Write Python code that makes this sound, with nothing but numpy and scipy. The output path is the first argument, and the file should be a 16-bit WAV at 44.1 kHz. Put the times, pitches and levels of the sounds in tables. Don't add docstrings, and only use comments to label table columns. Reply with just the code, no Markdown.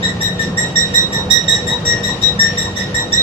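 import sys
import numpy as np
from scipy import signal
from scipy.io import wavfile
from scipy.ndimage import uniform_filter1d

SR = 44100
rng = np.random.default_rng(int(sys.argv[2]) if len(sys.argv) > 2 else 0)


def volts(x):
    e = np.asarray(x, float) / 20
    return 10 ** e


def int16_out(signal):
    q = np.round(np.clip(np.atleast_2d(signal).T, -1, 1) * 32767)
    wavfile.write(sys.argv[1], SR, q.astype(np.int16))


N = 142002

# frequency in Hz, level in dB per Hz.
RUMBLE_SHAPE = [(12, -47), (20, -29), (81, -4), (177, -2.5), (286, -9), (495, -8), (573, -10),
                (1070, -16.5), (1600, -22), (2080, -35), (3520, -120)]
# frequency in Hz, level in dB per Hz.
HISS_SHAPE = [(1600, -4.5), (2800, 3), (4500, -3), (6800, -8.5), (8300, -45), (9000, -17), (13000, -33),
              (13800, -88)]
# frequency in Hz, likeness from 0 to 1.
STEREO_LIKENESS = [(40, .9998), (80, .999), (170, .99), (350, .75), (700, .56), (1410, 0), (3100, 0)]
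# pitch in Hz, level in dB, loudest moment in seconds,
# swell length in seconds, pitch waver in Hz.
DRIVE_HUMS = [(57.2, -39.5, 2.3, 1.6, 0.95), (81.3, -37.5, 2.3, 5.3, 2), (102.6, -30.5, 0.14, 0.6, 2.7),
              (101.8, -31, 2.48, 1.12, 5.5), (121.8, -37, 0.27, 3, 5.57), (144.2, -30, 0.5, 0.35, 6.5),
              (179.2, -25.5, 0.31, 0.7, 5.31), (159.9, -30, 1.82, 1.04, 3.7),
              (193.8, -29.5, 2.28, 2.33, 4.95), (143.2, -35.5, 3, 0.71, 5.94),
              (494.4, -35.5, 0.12, 1.8, 7.4), (489, -33.5, 2.33, 1.28, 8.73), (350.8, -44, 4, 3.9, 14.8)]
# loudest moment in seconds, level in dB, pitch in Hz, length in seconds.
FAR_GROANS = [
    (1.188, -30, 890, 0.033),
    (1.742, -25.5, 922, 0.032),
    (2.114, -29, 976, 0.029),
    (2.682, -27.5, 980, 0.017),
    (3.01, -29.5, 955, 0.04),
    (0.554, -44, 1010, 0.062),
]
# bite in seconds, level in dB, then the 1st, 3rd and 4th partial in dB.
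SQUEAKS = [(0.032, -20.0, -10.5, -16.0, -3.0), (0.214, -16.5, -12.0, -14.0, -5.0),
           (0.396, -22.0, -10.5, -15.0, -4.0), (0.578, -19.0, -8.5, -10.0, 4.5),
           (0.763, -14.5, -12.0, -11.5, 0.0), (0.945, -14.5, -13.0, -14.5, -4.5),
           (1.127, -21.5, -13.0, -11.5, -6.0), (1.307, -8.5, -20.5, -14.0, -9.5),
           (1.486, -12.0, -14.5, -11.0, -3.0), (1.672, -18.5, -12.5, -13.5, -4.0),
           (1.856, -19.5, -7.0, -3.0, 2.5), (2.037, -21.0, -7.5, -8.5, -1.0),
           (2.22, -16.5, -15.5, -16.5, -12.0), (2.397, -16.0, -10.0, -6.5, -2.0),
           (2.579, -15.5, -16.5, -15.5, -4.0), (2.764, -21.0, -12.0, -13.0, -7.5),
           (2.949, -20.0, -9.5, -12.5, 2.5), (3.127, -14.5, -16.0, -14.0, -4.0)]
# top partials in dB, pitch in Hz, hold in seconds,
# left over right in dB, roughness from 0 to 1.
SLIPS = [(-39.0, 1900.0, 0.075, 0.0, 0.83), (-29.0, 1895.0, 0.075, 1.0, 0.37),
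         (-38.0, 1900.0, 0.065, 0.0, 0.77), (-31.0, 1900.0, 0.065, -2.0, 0.42),
         (-32.0, 1900.0, 0.07, -3.0, 0.45), (-29.0, 1900.0, 0.08, -3.0, 0.48),
         (-35.0, 1900.0, 0.08, 0.0, 0.63), (-26.0, 1902.0, 0.085, -10.0, 0.29),
         (-27.0, 1900.0, 0.085, -3.0, 0.57), (-34.0, 1900.0, 0.07, 2.0, 0.74),
         (-32.0, 1895.0, 0.075, 4.0, 0.59), (-34.0, 1900.0, 0.075, 5.0, 0.79),
         (-35.0, 1900.0, 0.08, 6.0, 0.67), (-26.0, 1875.0, 0.082, 3.0, 0.45),
         (-31.0, 1895.0, 0.08, -0.0, 0.5), (-36.0, 1900.0, 0.08, -3.0, 0.99),
         (-32.0, 1900.0, 0.08, -1.0, 0.58), (-31.0, 1900.0, 0.075, -2.0, 0.54)]
BITE_TIPS = [-56, -45, -51, -37, -40, -47, -44, -38, -38, -45, -41, -50, -44, -38, -42, -49, -42, -49]
LOW_PARTIALS = [5, 0, 13.5, 8]
TOP_PARTIALS = [1, 2.5, 4]
# centre in Hz, width in Hz, level in dB.
RASP_BANDS = [(1940, 300, -39), (3637, 247, 2.5), (5046, 400, -9.5), (5560, 350, -19), (7345, 390, -3.5)]
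SHELL_PITCHES = [1800, 1858, 1880, 1950, 3610, 3741, 3807, 3840, 5245, 5566, 5606, 5870, 6165, 7562]
# width in Hz, level in dB.
SHELL_MODES = [(24.4, 25), (16.5, 11.5), (13.3, 8), (40.3, 12), (21.8, -14.5), (20.2, 2), (10.8, 16),
               (14.5, 8), (60, 14), (14.2, 12), (18.5, 5), (50, -0.5), (50.3, 10), (79, -13.5)]
# frequency in Hz, time to fall by 60 dB in seconds.
GALLERY_DECAY = [(1000, .5), (3800, .5), (7500, .42), (9000, .4), (13600, .34), (14400, .05)]

RUMBLE_DB, HISS_DB = -25.5, -37
CLIMB, CLIMB_S, SAG_PER_S = 0.0463, 0.0038, 0.042
WANDER, WANDER_HZ, JITTER, JITTER_HZ = 0.0025, 39.7, 0.029, 384
TOP_STEADY = 0.55
ATTACK_S, RELEASE_S, TIRE_DB_PER_S = 0.012, 0.0016, -66
BITE_S, BITE_RISE_S = 0.016, 0.0069
DRAG_DB, TOP_FADE_DB_PER_S = -18, -190
FLUTTER_DB, FLUTTER_HZ = 4, 80.6
SCRAPE_DB, TIP_S, GRIT_DB = -3.5, 0.0045, -6
DRY_DB, WET_DB, ROLLER_DB = -3, 0, -10.5
EARLY_DB, EARLY_T60_S, FRAME_TOP_HZ = 13, 0.09, 14200
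EAR_LAG = 11


def evened(x):
    return x / np.sqrt(np.mean(x ** 2) + 1e-20)


def read(points, hz):
    f, value = np.transpose(points)
    return np.interp(np.log(hz + 1), np.log(f + 1), value)


def resonate(x, hz, width):
    turn = np.exp(2j * np.pi * hz * np.arange(x.shape[-1]) / SR)
    r = np.exp(-np.pi * abs(width) / SR)
    return 2 * (turn * signal.lfilter([1 - r], [1, -r], x / turn)).real


def drift(noise, rate_hz):
    r = np.exp(-2 * np.pi * rate_hz / SR)
    once = signal.lfilter([1 - r], [1, -r], noise)
    return evened(signal.lfilter([1 - r], [1, -r], once))


def wash(shape, level_db, patchy_db, swell_db):
    frames, hz = N // 512 + 5, np.fft.rfftfreq(2048, 1 / SR)
    a, b, c, d, patches = rng.standard_normal((frames, 1025, 5)).T
    swell = evened(uniform_filter1d(patches[0], size=12))
    patches = uniform_filter1d(patches, size=16, axis=0)
    patches = evened(uniform_filter1d(patches, size=6, axis=1))
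    same = np.clip(read(STEREO_LIKENESS, hz), -1, 1)[:, None]
    left = a + 1j * b
    right = same * left + np.sqrt(1 - same ** 2) * (c + 1j * d)
    inside = (hz >= shape[0][0]) & (hz < shape[-1][0])
    gain = inside[:, None] * volts(read(shape, hz)[:, None] + patchy_db * patches + swell_db * swell)
    noise = signal.istft(np.array([left, right]) * gain, nperseg=2048, noverlap=1536)[1]
    return volts(level_db) * evened(noise[:, :N])


def belt_rumble():
    return wash(RUMBLE_SHAPE, RUMBLE_DB, patchy_db=1.0, swell_db=0.85)


def belt_hiss():
    return wash(HISS_SHAPE, HISS_DB, patchy_db=0.0, swell_db=2.0)


def drive_hums():
    t, out = np.arange(N) / SR, np.zeros((2, N))
    for hz, db, at, lasting, width in DRIVE_HUMS:
        wobble, throb, other = rng.standard_normal((3, N))
        turns = np.cumsum(hz + width * drift(wobble, rate_hz=5.84)) / SR
        apart = (hz / 800) ** 3 * drift(other, rate_hz=1.7)
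        throb_db = (1 + hz / 200) * drift(throb, rate_hz=9.9)
        swell_db = -6.9 * ((t - at) / lasting) ** 2
        tone = np.sin(2 * np.pi * turns + np.outer([1, -1], apart))
        out += volts(db + 0.5 + throb_db + swell_db) * tone
    return out


def far_groans():
    t, out = np.arange(N) / SR, np.zeros((2, N))
    for at, db, hz, length in FAR_GROANS:
        rough = resonate(resonate(rng.standard_normal((2, N)), hz, 160), hz, 160)
        out += evened(rough) * volts(np.maximum(db - 6 * ((t - at) / length) ** 2, -200))
    return out


def shaft_rasp(scrape):
    rasp = 0
    for hz, width, db in RASP_BANDS:
        rasp = rasp + volts(db) * evened(resonate(resonate(scrape, hz, width), hz, width))
    return rasp


def bite_tip(t, steady, scrape, bite):
    grit = evened(np.diff(scrape, n=3, prepend=np.zeros(3)))
    flick = bite * np.exp(-(np.maximum(t - BITE_S, 0) / TIP_S / 2) ** 2)
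    return flick * (np.cos(2 * np.pi * 8 * steady) + volts(GRIT_DB) * grit)


def squeak(level_db, first_db, third_db, fourth_db, top_db, pitch_hz, hold, rough, tip_db):
    t = np.arange(SR // 4) / SR
    wander, jitter, scrape, *flutter = rng.standard_normal((11, len(t)))
    rough = np.clip(rough, 0, 1)
    shake = WANDER * drift(wander, WANDER_HZ) + rough * JITTER * drift(jitter, JITTER_HZ)
    climb = CLIMB / (1 + np.exp((t - BITE_S + 0.0022) / CLIMB_S))
    turns = np.cumsum(pitch_hz * (1 - climb - SAG_PER_S * t + shake)) / SR
    steady = turns - TOP_STEADY * pitch_hz * np.cumsum(shake) / SR

    rise = np.minimum(t / ATTACK_S, 1)
    bite = np.clip((t - BITE_S) / BITE_RISE_S + 1, 0, 1)
    fall = volts(TIRE_DB_PER_S * t) * np.exp(-np.maximum(t - ATTACK_S - hold, 0) / RELEASE_S)
    drag = volts(DRAG_DB) * np.cos(2 * np.pi * t) ** 2

    low_dbs = level_db + np.add(LOW_PARTIALS, [first_db, 0, third_db, fourth_db])
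    dbs = list(low_dbs) + list(top_db + np.array(TOP_PARTIALS))
    tone = volts(level_db + SCRAPE_DB) * rough * bite * fall * shaft_rasp(scrape)
    for k, db in enumerate(dbs, 1):
        fade_db = TOP_FADE_DB_PER_S * t * np.clip((k - 2) / 3, 0, 1)
        flutter_db = FLUTTER_DB * drift(flutter[k - 1], FLUTTER_HZ)
        start = rise ** 2 if k < 3 else bite
        envelope = start * (fall + drag * (k < 4))
        phase = turns if k < 5 else steady
        tone = tone + volts(db + fade_db + flutter_db) * envelope * np.cos(2 * np.pi * k * phase)
    return tone + volts(tip_db) * bite_tip(t, steady, scrape, bite)


def shell_ring(slip):
    rung = slip
    for hz, (width, db) in zip(SHELL_PITCHES, SHELL_MODES):
        rung = rung + volts(db) * resonate(slip, hz, width)
    return rung


def gallery(x):
    out, t = np.zeros((2, N)), np.arange(N) / SR
    for k in range(3):
        taps = np.zeros((2, SR // 2))
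        at = np.arange(80, SR // 2 - 20, 20) + rng.integers(0, 20, (2, (SR // 2 - 81) // 20))
        np.put_along_axis(taps, at, rng.choice([-1., 1.], at.shape), 1)
        hz, s, z = signal.stft(taps, SR, nperseg=256)
        late = volts(-60 * s / np.maximum(read(GALLERY_DECAY, hz), 0.05)[:, None])
        early = volts(EARLY_DB - 60 * s / EARLY_T60_S) * (hz < FRAME_TOP_HZ)[:, None]
        tail = signal.istft(z * (late + early), SR, nperseg=256)[1]
        share = np.sqrt(2 / 3) * np.cos(np.pi * (0.9 * t + k / 3))
        out += signal.fftconvolve(x * share, tail / np.linalg.norm(tail[0]), axes=1)[:, :N]
    return out


def dry_roller():
    slip = np.zeros((2, N + SR))
    for (s, *levels), (top_db, hz, hold, pan_db, rough), tip_db in zip(SQUEAKS, SLIPS, BITE_TIPS):
        sound = squeak(*levels, top_db, hz, hold, rough, tip_db)
        at = max(round((s - BITE_S) * SR), 0)
        slip[:, at:at + len(sound)] += sound * volts([[pan_db / 2], [-pan_db / 2]])
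    rung = shell_ring(slip[:, :N])
    near = np.array([np.roll(rung[0], EAR_LAG), rung[1]])
    return volts(ROLLER_DB) * (volts(DRY_DB) * near + volts(WET_DB) * gallery(rung))


def scene():
    background = belt_rumble() + belt_hiss() + drive_hums() + far_groans()
    return background + dry_roller()


def top_cut(x):
    return signal.sosfilt(signal.butter(12, 15680, fs=SR, output="sos"), x)


def record(dry):
    limited = dry / (1 + (dry / 1.6) ** 4) ** 0.25
    edge = signal.firwin(301, 15600, window=("kaiser", 9), fs=SR)
    return top_cut(signal.oaconvolve(limited, edge[None], "same"))


dry = scene()
out = record(dry)
int16_out(out)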